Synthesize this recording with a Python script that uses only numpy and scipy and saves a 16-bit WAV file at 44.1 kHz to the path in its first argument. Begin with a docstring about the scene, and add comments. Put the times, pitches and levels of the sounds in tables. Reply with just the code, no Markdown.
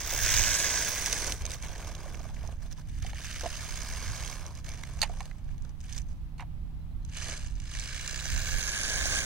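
"""A small electric toy car drives off over a gravel lot and comes back. From the start its tyres grind
stones in long swells and short spurts, its drivetrain chatters with speed and its colour shifts with
its bearing; wind rumbles on the microphone ports and a far engine swells in. Sand fizzes for the first
second or so; stones snap free and dull scuffs fall. From 2 s come sharp clacks, loudest at 5 s.
Near 7 s a far bird chirps three times, then the grinding builds again."""
import sys
import numpy as np
from scipy import signal
from scipy.fft import rfft, irfft, next_fast_len
from scipy.io import wavfile
from scipy.ndimage import uniform_filter1d, map_coordinates

SR = 44100
rng = np.random.default_rng(int(sys.argv[2]) if len(sys.argv) > 2 else 0)


def dump(signal):
    """Clip the signal to [-1, 1] and save it as 16-bit WAV at the path in sys.argv[1]."""
    limited = np.clip(np.atleast_2d(signal).T, -1, 1)
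    pcm = np.round(limited * 32767).astype(np.int16)
    wavfile.write(sys.argv[1], SR, pcm)


N = 407904

# Tyre grinds. Each row: start of hold in seconds, attack, hold and release in seconds, relative crunch
# level in dB, change over the hold in dB, body and grit over crunch in dB.
TYRE_GRINDS = [(.01, 0.096, 0.14, 0.29, -44.5, -3.5, -2.5, 7.5),
               (0.29, 0.34, 0.52, 0.39, -31, -5.5, -10, 6.5), (1.067, 1, 0.23, 0.14, -37.5, -3, -5, 5),
               (1.405, 0.059, 0.097, 0.099, -50, -6, 1, -6.5),
               (1.505, 0.051, 0.036, 0.062, -47, 1, -8, 2.5), (1.634, 0.062, 0.5, 0.4, -47, -7, 0, 0.5),
               (2.247, 0.11, 0.31, 0.17, -58, -1.5, -1, 0.5), (2.619, 0.048, 0.027, 0.1, -56, -1, -4, 2.5),
               (2.713, 0.02, 0.015, 0.019, -54, -0.5, -9, 3),
               (2.767, 0.016, 0.024, 0.16, -57, -1.5, -6.5, 0.5),
               (2.95, 0.12, 0.026, 0.053, -56.5, 3.5, -17.5, 2),
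               (3.021, 0.0084, 0.083, 0.037, -47.5, -0.5, -11.5, -1),
               (3.148, 0.018, 0.051, 0.086, -51, 2.5, -20, -0.5),
               (3.25, 0.13, 1.047, 0.2795, -43.5, -1.5, -10.5, 1.5),
               (4.444, 0.22, 0.047, 0.082, -52.5, -6, 2, -4.5),
               (4.549, 0.0095, 0.044, 0.04, -55, -1.5, -5, 1),
               (4.656, 0.029, 0.47, 0.37, -51, -5.5, -4, 1.5),
               (5.348, 0.21, 0.32, 0.12, -66.5, 0.5, -2, -3),
               (5.931, 0.14, 0.035, 0.11, -52, 0.5, -14, 2.5),
               (6.099, 0.11, 0.034, 0.17, -64, -10.5, 0.5, 8),
               (7.16, 0.076, 0.14, 0.22, -42, 3, -14.5, -0.5),
               (7.751, 0.19, 1.435, 0.26, -42.5, 10.5, -14.5, 1)]
# Drivetrain. Each row: time in seconds, knocks per second, power weight against the loose stones.
DRIVETRAIN_KNOCKS = [(0, 60.5, 0.76), (.18, 76.5, 1), (.36, 113, 1), (.52, 116, 0.71), (1.25, 136, 0.42),
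                     (1.7, 45, 0.42), (2.9, 38.5, 0.098), (3.25, 66.5, 0.18), (3.55, 79, 0.57),
                     (3.75, 60, 1.6), (4.05, 98, 0.8), (4.5, 59, 1.14), (5.3, 42, 0.11), (7.05, 46.7, 0.37),
                     (7.3, 78, 0.95), (7.5, 49.3, 1.1), (7.85, 57, 1.3), (8.15, 62, 2.2), (8.35, 66, 1.09),
                     (8.55, 91, 0.66), (8.9, 112, 0.75), (9.25, 117, 0.43)]
# Noise colours. Each row: frequency in Hz, relative density in dB.
GRAVEL_SPECTRUM = [(150, -3.5), (300, -4), (600, -4), (1000, -5.5), (1350, -2.5), (2000, -2.5),
                   (3000, -1.5), (4000, 4), (5000, 6), (7000, 1), (10500, 1), (12000, -20), (13500, -0.5),
                   (15200, -14.5)]
SAND_SPECTRUM = [(6000, -48), (10500, -9), (13200, -12.5), (14300, -3.5), (15400, 3.5), (16500, -7.5)]
WIND_SPECTRUM = [(12, -5), (25, 1.5), (45, -0.5), (70, -4.5), (100, -10), (140, -19), (200, -27),
                 (300, -33.5), (450, -51), (900, -68)]
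AIR_SPECTRUM = [(200, -1.5), (450, 0.5), (800, 5), (1500, -3.5), (3500, -8), (7200, -18), (14500, -19)]
# Gravel width. Each row: frequency in Hz, left-right correlation.
GRAVEL_CORRELATION = [(300, 0.99), (1500, 0.92), (2700, 1), (4500, 0.84), (6000, 0.64), (8000, 0.63),
                      (15000, 1)]
# Hollow rasp of a heavy grind. Each row: low edge in Hz, high edge in Hz, gain added at full strength.
RASP_BANDS = [(1430, 1804, 0.67), (5740, 7300, 0.19)]
# Side of the car facing the listener. Each row: time in seconds, shares of tail, flank and nose.
SHELL_FACING = [(0, 0.82, 0.46, 0), (1.2, 0.81, 0.29, 0.24), (1.8, 0.4, 0.12, 0), (3.3, 0.34, 0.14, 0.91),
                (3.6, 0.014, 0.97, 0.47), (4.4, 0.036, 1, 0.018), (5.2, 0.21, 0.22, 0.19), (7, 0, 0, 1),
                (7.8, 0, 0.037, 0.94), (8.5, 0, 0.059, 0.83), (9.25, 0.35, 0.059, 0.72)]
# Plastic shell resonances and dips, by side. 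Each row: centre in Hz, width in Hz, gain in dB.
TAIL_PEAKS = [(2007, 184.8, 8), (2500, 191.0, 3.5), (3480, 174.3, 3.2), (5790, 347.7, 6.4),
              (8384.6, 114.4, 1.5)]
FLANK_PEAKS = [(1040, 500, 5.3), (2160, 125.0, 3.9), (4460, 600, 1.5), (5150, 339.3, 4.3), (6470, 210, 3.5)]
NOSE_PEAKS = [(2900, 250, 4.5), (5030, 470, 4.5), (5146.7, 1400, 0.6), (5300, 210, -9), (7140, 290, -3)]
# Sand spray. Each row: time in seconds, level in dB.
SAND_LEVELS = [(0, -55), (.15, -41), (.35, -39.5), (.6, -53.5), (.9, -44), (1.3, -66), (1.7, -92)]
# Gusts. Each row: time of the top in seconds, length in seconds, relative level in dB.
WIND_GUSTS = [(.25, 0.28, -38), (0.395, 0.19, -32.5), (2.47, 0.048, -38), (3.006, 0.19, -36),
              (3.849, 0.22, -41.5), (4.098, 0.042, -36), (4.99, 0.15, -42.5), (5.563, 0.2, -39),
              (6.039, 0.23, -38.5), (8.357, 0.09, -32), (8.544, 0.11, -34), (9.09, 0.14, -35.5)]
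# Far engine. Each row: multiple of the turning rate, level in dB.
ENGINE_HARMONICS = [(4, -56), (5, -54.5), (6, -66.5), (7, -66.5), (8, -67), (10, -71.5)]
# Larger stones snapping free. Each row: start in seconds, relative peak in dB.
STONE_SNAPS = [(0.074, -22.5), (0.104, -19), (0.135, -21), (0.148, -20), (0.262, -15), (0.3403, -14.5),
               (0.367, -12), (0.3843, -14), (0.394, -12), (0.439, -12.5), (0.4794, -20.5), (0.5416, -15),
               (0.7586, -19.5), (1.06, -14), (1.1275, -11.5), (1.3215, -17), (1.42, -28.5), (1.4531, -21),
               (1.464, -21), (1.5055, -24), (1.517, -23), (1.5368, -25), (1.6245, -27.5), (1.647, -31.5),
               (1.8775, -33.5), (1.9511, -26.5), (2.1436, -44.5), (2.345, -42), (2.431, -41.5),
               (2.475, -36), (2.7125, -38), (2.7255, -32.5), (3.024, -31), (3.246, -31), (4.277, -25),
               (4.464, -31.5), (4.481, -39.5), (4.5523, -34.5), (4.573, -39), (4.644, -36), (4.69, -27.5),
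               (5.58, -45), (5.622, -43.5), (5.693, -43.5), (5.8046, -41), (5.8115, -40.5), (5.865, -45.5),
               (5.926, -26.5), (5.9323, -30), (5.979, -26), (5.985, -30), (7.0492, -39.5), (7.1703, -29.5),
               (7.3758, -30.5), (7.433, -36.5), (7.472, -39.5), (7.509, -41), (7.554, -43), (7.6, -35.5),
               (7.7967, -24.5), (8.0767, -20.5), (8.279, -24.5)]
# Scuffs in the dirt. Each row: start in seconds, peak before panning in dB, pitch in Hz.
DIRT_SCUFFS = [(0.128, -32.5, 580), (0.145, -33, 590), (2.06, -40.5, 580), (2.297, -46, 917),
               (2.438, -40, 701), (2.449, -40, 877), (2.49, -37.5, 720), (2.783, -48, 960),
               (3.048, -37.5, 760), (3.133, -47, 603), (3.199, -43, 750), (3.434, -32.5, 576),
               (3.4398, -32, 691), (3.4445, -33, 801), (3.45, -35, 510), (3.459, -25, 705),
               (3.463, -33, 616), (5.096, -36.5, 700)]
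# Near clacks. Each row: start in seconds, peak before panning in dB, treble and bass weights in dB,
# rub T60 in seconds, pitch ratio.
CLACK_HITS = [(2.146, -35, -34, -25.5, .006, 0.98), (3.1322, -34, -22, -10, 0.0079, 1),
              (3.246, -30.5, -25, -34, .012, 0.94), (4.836, -27, -14, -23, 0.012, 0.91),
              (5.0168, -12, 5, -12, 0.036, 1.015), (5.027, -16, -12.5, -11.5, 0.047, 1),
              (5.032, -18, -6, -10.5, 0.073, 1.07), (5.2057, -28, -13.5, -5.5, 0.033, 0.99),
              (5.256, -34, -4, -2, 0.0047, 1.03), (5.313, -38.5, -26.5, -21, 0.0067, 0.91),
              (6.381, -46.5, -10, -10, 0.099, 1), (6.396, -32.5, -43, -8, 0.038, 1.05),
              (6.406, -36.5, -15, -4, 0.049, 0.93), (6.414, -42, -24, -4, 0.07, 1.05),
              (6.423, -39, -18, 5, 0.047, 0.89)]
# Modes of a clack. Each row: frequency in Hz, relative level in dB, T60 in seconds.
CLACK_RESONANCES = [(818.4, -3, 0.022), (1051, -13, 0.041), (1410, -14.5, 0.0129), (1859, -9.5, 0.01702),
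                    (2241, -7, 0.015), (2750, -2.5, 0.0082), (3638, -9.5, 0.019), (4243, 6, 0.0099),
                    (6370, 0.5, 0.016), (7640, -1, 0.0051), (9200, -1.5, 0.0022)]
# Far bird. Each row: mid-note time in seconds, pitch in Hz, peak in dB.
BIRD_CHIRPS = [(6.821, 4040, -70.5), (6.921, 4050, -72.5), (7.03, 4100, -69.5)]
# Microphone casing and port resonances and dips. Each row: centre in Hz, width in Hz, gain in dB.
CASING_PEAKS = [(656, 180, 3.5), (1000, 160, -0.5), (1220, 130, 1), (1340, 150, -5), (1660, 200, 1),
                (1940, 250, -3), (2276, 135, 6), (2800, 67, 1.5), (4200, 150, 1.5), (4410, 770, -4),
                (5930, 200, 1.5), (6230, 220, 0), (6400, 180, 0.5)]
LEFT_PORT_PEAKS = [(300.1, 4200, -3), (1684, 770, 5.5), (4250, 1260, 6), (6740, 1200, -23.5),
                   (7580, 1660, 13.5)]
RIGHT_PORT_PEAKS = [(1692, 380, 4), (2420, 1920, -4), (6568.7, 2100, 15.5), (8215, 3350, -17.5)]
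# Car's bearing at the ports. Each row: time in seconds, left lag in samples, left dip in Hz,
# reflection delay in seconds.
BEARING_CUES = [(0.25, -1.5, 4119.39, 0.0022), (0.575, -3.5, 4032.49, 0.0018), (1.025, 0.6, 4000, 0.002),
                (1.95, -0.36, 3940, 0.0018), (3.525, 0.6, 3894, 0.0016), (4.1, -0.8, 3800, 0.0019),
                (4.8, 0.65, 3945, 0.0017), (7.275, 1.4, 3788, 0.0017), (8.0, 1.8, 3686, 0.0018),
                (8.425, 2.5, 3590, 0.0018), (8.75, 4.5, 3498, 0.0019), (9.05, 5, 3474, 0.0019)]
# Reflections off a near surface on the right. Each row: share of the reflection delay, gain.
REFLECTIONS = [(1, .19), (0.674, 0.059)]


def from_db(db):
    """Decibels to gain."""
    return 10 ** (np.asarray(db) / 20)


def unit_rms(x):
    """Scale to unit power."""
    return x / np.sqrt(np.mean(x ** 2) + 1e-20)


def pan_right(x, db):
    """Left down and right up, each by db."""
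    return x * from_db([[-db], [db]])


def add(out, start_s, sound):
    """Mix a sound in at a time."""
    i = int(start_s * SR)
    out[..., i:i + sound.shape[-1]] += sound[..., :N - i]


def in_time(rows):
    """Each column of a timed table, per sample."""
    times_s, *columns = np.transpose(rows)
    return [np.interp(np.arange(N) / SR, times_s, column) for column in columns]


def at_hz(points, hz):
    """Interpolate on a log-frequency axis."""
    points_hz, values = np.transpose(points)
    return np.interp(np.log(hz), np.log(points_hz), values)


def drift(knots_per_s):
    """Random wander between knots of spread 1."""
    knots = rng.standard_normal(4000)
    return np.interp(np.arange(N) / SR * knots_per_s, np.arange(len(knots)), knots)


def band(x, low_hz, high_hz):
    """Band-pass."""
    return signal.sosfilt(signal.butter(2, [low_hz, high_hz], "band", fs=SR, output="sos"), x)


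def decay(clicks, t60_s):
    """Exponential tail on each click."""
    return signal.lfilter([1], [1, -from_db(-60 / (t60_s * SR))], clicks + 1e-18)


def ring(x, hz, t60_s):
    """One damped mode."""
    r, w = from_db(-60 / (t60_s * SR)), 2 * np.pi * hz / SR
    return signal.lfilter([0, np.sin(w)], [1, -2 * r * np.cos(w), r * r], x + 1e-18)


def peak_filter(hz, width_hz, db):
    """Biquad for one peak or dip."""
    w, a = 2 * np.pi * hz / SR, from_db(db / 2)
    q = np.sin(w) * width_hz / hz / 2
    return [1 + q * a, -2 * np.cos(w), 1 - q * a], [1 + q / a, -2 * np.cos(w), 1 - q / a]


def resonate(x, peaks):
    """Peaks and dips in series."""
    for peak in peaks:
        x = signal.lfilter(*peak_filter(*peak), x)
    return x


def stereo(noises, correlation):
    """Two noises mixed to a correlated left and right."""
    mid = np.sqrt(1 + correlation) * noises[0]
    side = np.sqrt(1 - correlation) * noises[1]
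    return np.array([mid + side, mid - side]) / np.sqrt(2)


def steady_noise(spectrum, correlation):
    """Unit-power stereo noise; colour and correlation are given by frequency."""
    size = next_fast_len(N)
    hz = np.arange(size // 2 + 1) * SR / size + 0.00104
    white = rfft(rng.standard_normal((2, size)))
    coloured = stereo(white, at_hz(correlation, hz)) * from_db(at_hz(spectrum, hz))
    return unit_rms(irfft(coloured, size)[:, :N])


def grind_levels_db(edge_db=20, dig_body_db=7, dig_grit_db=2.5, spurts_below_db=-46):
    """Body, crunch and grit: each grind builds, digs in and lets go; light loads move in spurts."""
    t, power = np.arange(N) / SR, 1e-12
    for start_s, attack_s, hold_s, release_s, db, change_db, body_db, grit_db in TYRE_GRINDS:
        progress = np.clip((t - start_s) / hold_s, 0, 1)
        edges = np.maximum(start_s - t, 0) / attack_s + np.maximum(t - start_s - hold_s, 0) / release_s
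        crunch_db = db + change_db * progress - edge_db * np.minimum(edges, 10)
        dig = progress - .5
        power = power + from_db([crunch_db + body_db + dig_body_db * dig,
                                 crunch_db,
                                 crunch_db + grit_db + dig_grit_db * dig]) ** 2
    levels_db = 10 * np.log10(power)
    spurt_db = 0.23 * np.clip(spurts_below_db - levels_db[1], 0, 20)
    return levels_db + spurt_db * drift(19)


def drivetrain_chatter(slips_per_s, weight=0.42, spread_db=1.7, rattle_s=.001, touches=4):
    """Energy per sample of the short rattle at each turn of the drivetrain."""
    knocks_per_s, power = in_time(DRIVETRAIN_KNOCKS)
    turns = np.flatnonzero(np.diff(np.floor(np.cumsum(knocks_per_s) / SR)))
    energy = weight * (power * slips_per_s / knocks_per_s)[turns]
    energy *= from_db(spread_db * rng.standard_normal(N)[turns]) ** 2
    jitter = SR * rattle_s * rng.standard_normal((len(turns), touches))
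    onsets = np.clip(turns[:, None] + jitter, 0, N - 1).astype(int)
    return np.bincount(onsets.ravel(), np.repeat(energy, touches), N)


def stone_slips(slips_per_s, clump_db=2.5, spread_db=3.0):
    """Energy per sample of loose stones slipping in random clumps."""
    slipped = rng.random(N) < slips_per_s * from_db(clump_db * np.minimum(drift(45), 1)) / SR
    return slipped * from_db(spread_db * np.minimum(rng.exponential(1, N), 2.5)) ** 2


def rasp(x, crunch_db, onset_db=-40, span_db=3):
    """Heavy grinding brings out hollow bands."""
    strength = np.clip((crunch_db - onset_db) / span_db, 0, 1)
    return x + strength * sum(gain * band(x, low_hz, high_hz) for low_hz, high_hz, gain in RASP_BANDS)


def shell(x):
    """The car's shell colours the sound by the side it turns to the listener."""
    sides = zip(in_time(SHELL_FACING), (TAIL_PEAKS, FLANK_PEAKS, NOSE_PEAKS))
    return x + sum(share * (resonate(x, peaks) - x) for share, peaks in sides)


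def gravel(slip_t60_s=0.019, sand_share=0.34, tint_db=9.5, trims_db=(-.5, -3.0, -2.5)):
    """Each slip is a tiny burst of fractures with its own colour, over a hiss of sand."""
    body_db, crunch_db, grit_db = grind_levels_db()
    slips_per_s = 760 * from_db(.4 * (grit_db - grit_db.max()))
    slips = stone_slips(slips_per_s) + drivetrain_chatter(slips_per_s)
    onsets = np.flatnonzero(slips)
    # Stones slipping together share the power set by the load.
    local_energy = uniform_filter1d(decay(slips, slip_t60_s / 2), size=3000) + 0.22
    shares = slips[onsets] / local_energy[onsets]
    edges_hz = np.geomspace(150, 16500, 21)
    centres_hz = np.sqrt(edges_hz[1:] * edges_hz[:-1])
    powers = from_db(at_hz(GRAVEL_SPECTRUM, centres_hz)) ** 2 * np.diff(edges_hz)
    zones_hz = [(400, 1300), (1400, 3400), (4000, 11000)]  # big stones, small stones, grit
    zone_gains = [from_db(db + trim_db) / np.sqrt(powers[(centres_hz > low) & (centres_hz < high)].sum())
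                  for db, trim_db, (low, high) in zip((body_db, crunch_db, grit_db), trims_db, zones_hz)]
    white, out = rng.standard_normal((2, 2, N)), 0
    tints = from_db(tint_db * rng.uniform(-1.3, 1, (len(onsets), len(centres_hz)))) ** 2
    tints /= tints.mean()
    for k, hz in enumerate(centres_hz):
        zone = at_hz([(1000, 0), (1650, 1), (2800, 1), (5000, 2)], hz)
        gain = sum(g * max(0, 1 - abs(zone - j)) for j, g in enumerate(zone_gains))
        grain_power = decay(np.bincount(onsets, shares * tints[:, k], N), slip_t60_s / 2)
        envelope = gain * np.sqrt((grain_power + sand_share) * SR / 2)
        bursts = envelope * stereo(white[k % 2], at_hz(GRAVEL_CORRELATION, hz))
        out = out + from_db(at_hz(GRAVEL_SPECTRUM, hz)) * band(bursts, edges_hz[k], edges_hz[k + 1])
    return shell(rasp(out, crunch_db))


def sand_spray(flutter_db=4.5):
    """Fine sand fizzes in the top treble."""
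    level_db = in_time(SAND_LEVELS)[0] + flutter_db * drift(250)
    return from_db(level_db) * steady_noise(SAND_SPECTRUM, [(300, 0.23), (15000, .2)])


def wind(breeze_db=-41.5, waver_db=1.3, gain_db=2.5):
    """Eddies buffet each port: a wavering breeze plus bell-shaped gusts."""
    t = np.arange(N) / SR
    rumble = steady_noise(WIND_SPECTRUM, [(30, 0.171), (70, 0.75), (140, 0.66), (300, 0.21)])
    breeze_power = from_db(breeze_db - waver_db * drift(7.4)) ** 2
    gust_power = sum(from_db(db) ** 2 * np.exp(-(2 * (t - top_s) / length_s) ** 2)
                     for top_s, length_s, db in WIND_GUSTS)
    return pan_right(from_db(gain_db) * np.sqrt(breeze_power + gust_power) * rumble, db=2.5)


def far_engine(turn_hz=31.85, speed_waver=.0015, waver_db=2.0, swell_s=2.1, swell_db=7):
    """A drone swells in and holds; its partials waver on the way through the air."""
    turns = np.cumsum(turn_hz * (1 + speed_waver * drift(1.976))) / SR
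    drone = sum(from_db(db + waver_db * drift(4)) * np.sin(2 * np.pi * (k * turns + rng.random()))
                for k, db in ENGINE_HARMONICS)
    swell = from_db(swell_db * np.minimum(np.arange(N) / SR / swell_s - 1, 0))
    return pan_right(np.sqrt(2) * swell * drone, db=1.6)


def open_air(level_db=-64.0):
    """Faint, wide, steady hush."""
    return from_db(level_db) * steady_noise(AIR_SPECTRUM, [(300, 0.6), (1500, 0.08), (5000, 0.047)])


def contact(t60_s, roughness):
    """One rough touch: a click and a short rub, of unit energy."""
    t = np.arange(4000) / SR
    touch = (t == 0) + roughness * rng.standard_normal(len(t)) * from_db(-60 * t / t60_s)
    return touch / np.sqrt(np.sum(touch ** 2))


def stone_snaps(stone_hz=4900, pitch_spread=.13, ring_gain=0.38):
    """A stone jumps free with a broad tick and rings briefly at its own pitch."""
    out = np.zeros((2, N))
    for start_s, db in STONE_SNAPS:
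        touch = contact(t60_s=.014, roughness=2)
        hz = stone_hz * np.exp(pitch_spread * rng.uniform(-2.2, 2.07))
        tick = unit_rms(band(touch, 2500, 7500)) + ring_gain * unit_rms(ring(touch, hz, t60_s=.007))
        add(out, start_s, from_db(db) * tick / np.abs(tick).max())
    return out


def scuffs(t60_s=0.023):
    """Soft blows in the dirt ring briefly and low."""
    out = np.zeros(N)
    for start_s, db, hz in DIRT_SCUFFS:
        low_mode = ring(contact(0.048, 0.069), hz, t60_s)
        high_mode = ring(contact(0.012, 0.016), hz * 1.33, t60_s / 2)
        knock = band(low_mode + 0.27 * high_mode, 280, 2700)
        add(out, start_s, from_db(db) * knock / np.abs(knock).max())
    return pan_right(out, db=3.0)


def clacks(treble_ref_db=-4.0, bass_ref_db=-9.0, detune=0.0094):
    """Rough touches ring one set of modes; sharp ones favour the high modes, heavy ones the low."""
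    out = np.zeros((2, N))
    for start_s, db, treble_db, bass_db, rub_t60_s, pitch_ratio in CLACK_HITS:
        clack = 0
        for hz, mode_db, t60_s in CLACK_RESONANCES:
            treble = np.clip((hz - 2400) / 1500, 0, 1)
            bass = np.clip((1700 - hz) / 600, 0, 1)
            rub_s = rub_t60_s * (1 - .5 * treble)
            touch = contact(rub_s, 0.22) + treble * np.array([contact(rub_s, 1), contact(rub_s, 0.63)])
            mode = ring(touch, pitch_ratio * hz * (1 + detune * rng.standard_normal()), t60_s)
            weight_db = mode_db + treble * (treble_db - treble_ref_db) + bass * (bass_db - bass_ref_db)
            clack = clack + from_db(weight_db) * mode / np.abs(mode).max()
        clack = band(clack, 890, 18000)
        add(out, start_s, from_db(db) * clack / np.abs(clack.mean(axis=0)).max())
    return pan_right(out, db=3.0)


def bird(length_s=0.04, glide_hz=20):
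    """Short, soft, nearly pure notes, each falling slightly."""
    out, progress = np.zeros(N), np.linspace(0, 1, int(length_s * SR))
    for middle_s, hz, db in BIRD_CHIRPS:
        phase = 2 * np.pi * np.cumsum(hz + glide_hz * np.cos(np.pi * progress)) / SR
        add(out, middle_s - length_s / 2, from_db(db) * np.sin(np.pi * progress) ** 2 * np.sin(phase))
    return out


def delayed(x, samples):
    """Fractional delay."""
    return map_coordinates(x, [np.arange(N) - samples], order=3)


def moving_dip(x, hz, width_hz, db, block=512):
    """A dip whose centre slides, block by block."""
    out, state = np.zeros(N), np.zeros(2)
    for i in range(0, N, block):
        b, a = peak_filter(hz[i], width_hz, db)
        out[i:i + block], state = signal.lfilter(b, a, x[i:i + block], zi=state)
    return out


def microphones(x):
    """Casing and ports colour the car; its bearing sets a lag and dip left, two reflections right."""
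    lag_samples, dip_hz, echo_s = in_time(BEARING_CUES)
    left, right = resonate(x, CASING_PEAKS)
    left = moving_dip(resonate(left, LEFT_PORT_PEAKS), dip_hz, width_hz=424, db=-32.5)
    right = right + sum(gain * delayed(right, share * echo_s * SR) for share, gain in REFLECTIONS)
    return np.array([delayed(left, lag_samples), resonate(right, RIGHT_PORT_PEAKS)])


def scene(gravel_gain_db=-1.5):
    """Near gravel and knocks over air, wind, engine and bird."""
    background = open_air() + wind() + far_engine() + bird()
    knocks = scuffs() + clacks()
    sand = sand_spray()
    car = stone_snaps() + from_db(gravel_gain_db) * gravel()
    return background + knocks + sand + microphones(car)


def record(dry, cutoff_hz=15800):
    """Steep low-pass."""
    return signal.sosfilt(signal.ellip(10, .2, 80, cutoff_hz, fs=SR, output="sos"), dry)


dry = scene()
out = record(dry)
dump(out)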